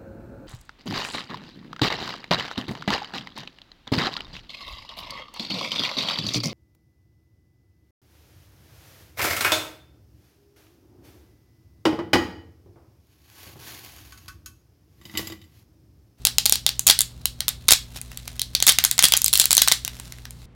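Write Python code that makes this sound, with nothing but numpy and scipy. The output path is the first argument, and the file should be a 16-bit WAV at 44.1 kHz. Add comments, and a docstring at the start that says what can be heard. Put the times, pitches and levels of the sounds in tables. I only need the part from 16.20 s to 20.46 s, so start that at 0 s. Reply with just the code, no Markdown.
"""Thin supports snap off a resin-printed figure in gloved hands, close to a microphone over a workbench.
Each brittle strut is a burst of fracture noise with a ringing stump, and its blow excites the figure's modes.
Five times a whole bundle splinters in a quick run of snaps and gives way with a low, decaying jolt.
Gloves rub and tick as shaped noise over mains hum, a fan and a rush of air.
A small room answers with decaying noise, and the input clips whatever exceeds full scale."""
import sys
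import numpy as np
from scipy import signal
from scipy.fft import rfft, irfft
from scipy.io import wavfile

SR = 44100
rng = np.random.default_rng(int(sys.argv[2]) if len(sys.argv) > 2 else 0)


def store_wav(level_fs):
    """Save 16-bit WAV to argv[1]."""
    pcm = np.round(np.clip(np.atleast_2d(level_fs), -1, 1) * 32767)
    wavfile.write(sys.argv[1], SR, pcm.T.astype(np.int16))


N = 187767
TIME = np.arange(N) / SR


def undb(db):
    """Logarithmic level: decibels to amplitude gain."""
    return 10 ** (np.asarray(db) / 20)


def unit(x):
    """Energy normalisation: the squares sum to one."""
    return x / np.sqrt(np.sum(x ** 2))


def level(x, db):
    """Root-mean-square level: scale to a given dB rms."""
    return x * undb(db) / np.std(x)


def fade(t, t60):
    """Exponential decay: a fall of 60 dB in t60 seconds."""
    return np.exp(-np.log(1000) * t / t60)


def add(out, s, x):
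    """Superposition: mix x in from time s."""
    i = max(int(s * SR), 0)
    out[i:i + len(x)] += x[:max(N - i, 0)]


def colour(x, points, size=512):
    """Minimum-phase filtering through (f/Hz, level/dB) points, keeping the energy of white noise."""
    hz, db = np.transpose(points)
    grid = np.maximum(np.fft.rfftfreq(size, 1 / SR), 1)
    log_gain = np.log(undb(np.interp(np.log(grid), np.log(hz), db)))
    # folding the cepstrum onto positive times makes the response causal
    cepstrum = irfft(log_gain)
    cepstrum[1:size // 2] *= 2
    cepstrum[size // 2 + 1:] = 0
    response = unit(irfft(np.exp(rfft(cepstrum))))
    return signal.fftconvolve(x, response)[:len(x)]


# mains hum and the fan's shaft: (f/Hz, level/dB rms)
HUM_LINES = [(52.4, -52), (60, -48), (120, -47.5), (180, -63), (240, -58)]
# spectrum of the steady workshop air: (f/Hz, relative level/dB per Hz)
AIR_SPECTRUM = [(20, -6), (45, -2), (80, 8), (110, -16.5), (152, 2.5), (200, -10), (300, -11.5),
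                (500, -16.5), (1500, -26), (2800, -39), (4000, -19.5), (5500, -47), (10000, -57),
                (16000, -34)]


def workshop(air_db=-49):
    """Superposed steady tones: mains hum beats against the fan, over a broadband rush of air."""
    hum = np.zeros(N)
    for hz, db in HUM_LINES:
        phase = 2 * np.pi * (hz * TIME + rng.random())
        hum += np.sqrt(2) * undb(db) * np.sin(phase)
    air = colour(rng.standard_normal(N), AIR_SPECTRUM, size=8192)
    return hum + level(air, air_db)


# spectrum of what the room returns: (f/Hz, relative level/dB)
ROOM_SPECTRUM = [(100, 4.5), (500, -1), (1500, 5.5), (2700, 1.5), (4000, 3), (7000, 0), (10000, -7.5),
                 (16000, -7.5)]


def room(x, low_t60=0.16, mid_t60=0.23, high_t60=0.19, wet_db=-13, early_db=0.0, wall_s=0.0115,
         wall_db=-3, wall_t60=0.054, sparse_db=4.0, sparse_s=0.044, size=20000):
    """Reverberation: the bench scatters at once, the walls answer later, and the mid band decays slowest."""
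    t, noise = TIME[:size], rng.standard_normal(size)
    # the first echoes come singly: their uneven levels even out along the tail
    unevenness = np.minimum(rng.exponential(size=size), 3) - 1.5
    noise = noise * undb(sparse_db * np.exp(-t / sparse_s) * unevenness)
    low_pass = [signal.butter(2, hz, fs=SR, output="sos") for hz in (1500, 7000)]
    low, under = (signal.sosfiltfilt(sos, noise) for sos in low_pass)
    tail = low * fade(t, low_t60)
    tail += (under - low) * fade(t, mid_t60)
    tail += (noise - under) * fade(t, high_t60)
    walls = 1 + undb(wall_db) * fade(np.abs(t - wall_s), wall_t60)
    build = np.where(t < wall_s, undb(early_db), walls)
    response = colour(unit(tail * build), ROOM_SPECTRUM)
    return undb(wet_db) * signal.fftconvolve(x, response)[:N]


GRIP_DB = -57.5  # gloves merely holding the print, dB
# the gloves slide to a new hold: (middle t/s, half-length t/s, level/dB)
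GLOVE_SLIDES = [(1.769, 0.014, -36.5), (2.03, 0.27, -56), (3.816, 0.15, -50.5), (4.244, 0.076, -59.5)]


def grip():
    """Amplitude modulation: a steady hold, and a bell-shaped swell for every slide."""
    amount = np.full(N, undb(GRIP_DB))
    for s, half_s, db in GLOVE_SLIDES:
        amount += undb(db) * np.exp(-((TIME - s) / half_s) ** 2)
    return amount


# spectrum of the rubbing gloves: (f/Hz, relative level/dB)
GLOVE_SPECTRUM = [(200, 0), (1000, -3), (4000, 1.5), (8000, -3.5), (12000, -5), (16000, -12.5)]


def gloves(tick_rate=200, spread_db=4.0, tick_db=-2, rub_db=-5):
    """Stick-slip friction: rubber slides with a soft hiss and catches on splinters in tiny random ticks."""
    chance, size = rng.random(N), np.minimum(rng.exponential(size=N), 3)
    catches = (chance < tick_rate / SR) * undb(spread_db * size)  # tick_rate per second on average
    tick_envelope = signal.fftconvolve(catches, fade(TIME[:256], 0.0087))[:N]
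    ticks = tick_envelope * rng.standard_normal(N)
    rub = level(ticks, tick_db) + level(rng.standard_normal(N), rub_db)
    return level(colour(rub, GLOVE_SPECTRUM), 0) * grip()


# a whole bundle gives way and jolts the hands:
# (t/s, splintering beforehand t/s, splinter level/dB on the scale of the struts, jolt level/dB, jolt f/Hz)
BUNDLE_BREAKS = [(.702, .031, -21, -45, 118), (1.523, .008, -2.5, -21, 90.5),
                 (2.492, 0.023, -5.5, -37, 106), (2.839, 0.014, -10, -18.5, 140),
                 (3.199, .055, -19.5, -30, 168)]


def jolts(t60=0.031, flesh_db=-5, size=8192):
    """Release of load: a damped low tone and dull noise as the weight drops off the fingers."""
    out, t = np.zeros(N), TIME[:size]
    for s, _, _, db, hz in BUNDLE_BREAKS:
        dull = colour(rng.standard_normal(size), [(60, 9), (150, -11.0), (400, -16.5), (2000, -34)])
        thud = np.sin(2 * np.pi * hz * t) + level(dull, flesh_db)
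        add(out, s, undb(db) * thud * fade(t, t60))
    return out


def raft(blows, hz=835, t60=0.042, ring_db=-25, size=8192):
    """Damped resonance: the base plate answers blows only while braced, before the first bundle goes."""
    t, braced = TIME[:size], TIME < BUNDLE_BREAKS[0][0]
    ring = unit(np.sin(2 * np.pi * hz * t) * fade(t, t60))
    return undb(ring_db) * signal.fftconvolve(blows * braced, ring)[:N]


# the figure's own modes: (f/Hz, relative level/dB, decay time t60/s)
FIGURE_MODES = [(2947, -13, 0.07), (3280, -18, 0.059), (3830, -20, 0.12), (3650, 27, 0.057),
                (4210, -8, 0.3), (5260, -26, 0.094), (6150, -15, 0.067), (7260, -25, 0.08)]


def figure(blows, ring_db=-21, size=8192):
    """Modal excitation: every blow sets the hand-damped print ringing faintly in its modes."""
    t, ring = TIME[:size], np.zeros(size)
    for hz, db, t60 in FIGURE_MODES:
        ring += undb(db) * np.sin(2 * np.pi * hz * t) * fade(t, t60)
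    return undb(ring_db) * signal.fftconvolve(blows, unit(ring))[:N]


def splinters(gap_s=0.01, unevenness=0.14, overrun_s=0.007, scatter_db=0.5, ring_hz=4600,
              ring_octaves=0.25, treble_db=5, count=16):
    """Load transfer: each broken strut burdens the next, in a quick uneven run; rows like STRUT_SNAPS."""
    rows = []
    for s, lead_s, db, _, _ in BUNDLE_BREAKS:
        for k, (late, loud, high) in enumerate(rng.standard_normal((count, 3))):
            due = s - lead_s + k * gap_s
            if due < s + overrun_s:
                start = due + unevenness * gap_s * late
                hz = ring_hz * 2 ** (ring_octaves * high)
                rows.append((start, db + scatter_db * loud, hz, treble_db))
    return rows


def crack(points, t60, size=512):
    """Brittle fracture: a burst of coloured noise that dies within milliseconds."""
    return unit(colour(rng.standard_normal(size) * fade(TIME[:size], t60), points))


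# struts breaking: (t/s, relative strength level/dB, stump ring f/Hz, treble level/dB relative to strength)
STRUT_SNAPS = [(0.0513, -2.5, 4510, 6), (0.07, -6.5, 3880, 0.5), (.1834, -2, 4000, 0.5),
               (0.2565, -7.5, 4160, 2), (0.2613, -4, 4400, 3.5), (0.2958, -10.5, 3580, 5.5),
               (0.3238, 0, 5650, 4), (.356, -12.5, 4240, -3), (0.4646, -2, 3700, -1.5),
               (.4911, -10.5, 4220, -2.5), (.594, -18.5, 5260, 13.5), (.6677, -15, 4200, 12),
               (0.6703, -5, 4270, 11.5), (.678, -4, 3720, 5), (0.6873, -4, 4900, -5),
               (0.6979, 0.5, 3640, 1), (.7, 5, 3440, -1), (0.7094, -4.5, 4530, 0.5), (.79, -9, 4360, 5.5),
               (.807, -8.5, 3520, 8.5), (.8165, -17, 3570, 10.5), (1.0557, -9, 4020, 5),
               (1.2055, -12.5, 4300, -2.5), (1.2817, -8.5, 3750, 1), (1.2897, -17.5, 3620, 10),
               (1.4837, -7.5, 6200, 8), (1.4876, 2, 3710, -3.5), (1.5077, -1, 6600, 6.5),
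               (1.5215, 1.5, 3580, 4), (1.5341, -6, 4230, 0.5), (1.8145, -32, 6160, 13),
               (1.917, -32.5, 2750, -11), (1.9739, -25.5, 4330, 5.5), (2.0783, -23, 4230, 1),
               (2.195, -14, 3220, -5), (2.217, -11, 4140, 1.5), (2.3507, -4, 4400, -5),
               (2.4022, -14, 3800, -9), (2.4253, -5, 4450, 3), (2.467, -15, 4100, 14), (2.482, 1, 6570, -8),
               (2.4921, 4.5, 3640, 2), (2.522, -21.5, 4200, 11), (2.5863, -3, 3780, -1),
               (2.6397, -6, 3400, 5), (2.6495, -5.5, 6250, 9.5), (2.7128, -10, 3820, 8.5),
               (2.78, -15, 4460, 1), (2.791, 0.5, 6620, -1), (2.8397, 6.5, 3360, 5),
               (2.8531, -8.5, 4540, 9.5), (2.885, -19, 6500, 9), (2.922, -4.5, 3400, 2),
               (2.9373, -1.5, 3190, -15), (2.9682, -16, 3930, 11), (2.974, -15, 3830, 13),
               (3.0181, -15.5, 5000, 8), (3.0439, -12, 6300, 15), (3.0617, -8.5, 5000, 4),
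               (3.0811, -11, 6400, 5), (3.1299, -7, 4100, 3), (3.1364, -6.5, 4320, 7.5),
               (3.1551, -6, 4240, -1), (3.1754, -16, 4720, 11.5), (3.198, 2.5, 4220, 8.5),
               (3.216, -7.5, 6350, -1), (3.2411, -11, 4000, -8), (3.256, -10.5, 4220, 8.5),
               (3.3077, -7, 3900, 5), (3.3157, -9, 4340, 5), (3.3294, -5, 4570, 7), (3.3514, -22, 6340, 17),
               (3.3685, -5, 4300, 8), (3.379, 3.5, 6170, -2.5), (3.418, -2.5, 4000, 4.5),
               (3.42, -0.5, 3810, 4), (3.4761, -9, 4300, -34), (3.4833, -3.5, 5820, 3.5),
               (3.516, -5.5, 3580, -13), (3.5211, -.5, 3960, 4.5), (3.649, -17, 3880, 5),
               (3.6785, -19.5, 2900, 0), (3.7988, -31.5, 4070, 7), (3.9229, -28, 6900, -0.5),
               (3.9852, -43, 3930, -16), (4.054, -31, 1850, -16), (4.1076, -39, 6100, 12)]
# spectra of the three parts of a crack: (f/Hz, relative level/dB)
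BASS_SPECTRUM = [(100, -20.5), (350, -22.5), (700, -4.5), (1100, -2), (1600, -1), (2200, 3.5), (3500, -8)]
BODY_SPECTRUM = [(1200, -49), (2200, -14), (3400, -2), (4600, -1.5), (6200, -3.5), (8000, -14.5)]
TREBLE_SPECTRUM = [(4500, -31), (6800, -1), (9500, 1), (12500, -2.5), (16000, -10)]
# bass of a snap with strength and treble at 0 dB, before the common gain: (t/s, level/dB)
BASS_COURSE = [(0.05, -10), (.19, -15.5), (.55, -13.5), (.68, -9), (1.05, -21), (1.22, -8), (1.52, -8),
               (2.08, -10.5), (2.2, -31.5), (2.45, -7), (2.93, -5.5), (3.06, -21), (3.2, -10.5),
               (3.41, -10), (3.5, -8.5)]
BASS_GROWTH = 0.71  # dB of bass per dB of strength: big snaps sound a little thinner
BASS_THINNING = 0.22  # dB of bass lost per dB of treble: a thin, bright strut barely moves the print


def snaps(ring_cycles=42, ring_db=-4, body_db=-1, bright_db=-1.5, gain_db=15.0, lengthen=0.087, size=512):
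    """Impulsive radiation: struts crack and stumps ring; gives direct sound and body, treble, bass blows."""
    direct, blows, t = np.zeros(N), np.zeros((3, N)), TIME[:size]
    for s, db, hz, treble_db in STRUT_SNAPS + splinters():
        duration = undb(lengthen * db)  # a stronger strut takes longer to break through
        stump = unit(np.sin(2 * np.pi * hz * t) * fade(t, ring_cycles / hz))
        body_crack = crack(BODY_SPECTRUM, t60=0.011 * duration)
        body = unit(undb(ring_db) * stump + undb(body_db) * body_crack)
        treble = crack(TREBLE_SPECTRUM, t60=0.0045 * duration)
        bass = crack(BASS_SPECTRUM, t60=0.0062)
        bass_db = np.interp(s, *np.transpose(BASS_COURSE))
        bass_db += BASS_GROWTH * db - BASS_THINNING * treble_db
        sizes = undb(gain_db + np.array([db, db + treble_db + bright_db, bass_db]))
        add(direct, s, sizes @ np.array([body, treble, bass]))
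        blows[:, int(s * SR)] += sizes
    return direct, blows


# what reaches the walls, dB: the crack as the microphone hears it, and its even spread in other directions
OWN_DB, EVEN_DB = -2.5, -0.67


def scene():
    """Superposition: snaps, resonances, thuds and gloves, with their reverberation, over the workshop."""
    direct, blows = snaps()
    body, treble, bass = blows
    handling = figure(body) + raft(body) + jolts() + gloves()
    even = colour(body, BODY_SPECTRUM) + colour(treble, TREBLE_SPECTRUM)
    scattered = room(undb(OWN_DB) * direct + handling)
    scattered += room(undb(EVEN_DB) * even)
    scattered += room(colour(bass, BASS_SPECTRUM))
    return (direct + handling + scattered + workshop())[None]


TOP_HZ = 16000  # upper limit of the recorded band


def record(dry):
    """Overload and band limiting: the input clips at full scale, then a steep low-pass cuts the top."""
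    clipped = np.clip(dry, -1, 1)
    low_pass = signal.ellip(8, 0.2, 70, TOP_HZ, fs=SR, output="sos")  # 0.2 dB ripple, 70 dB rejection
    return signal.sosfilt(low_pass, clipped)


dry = scene()
out = record(dry)
store_wav(out)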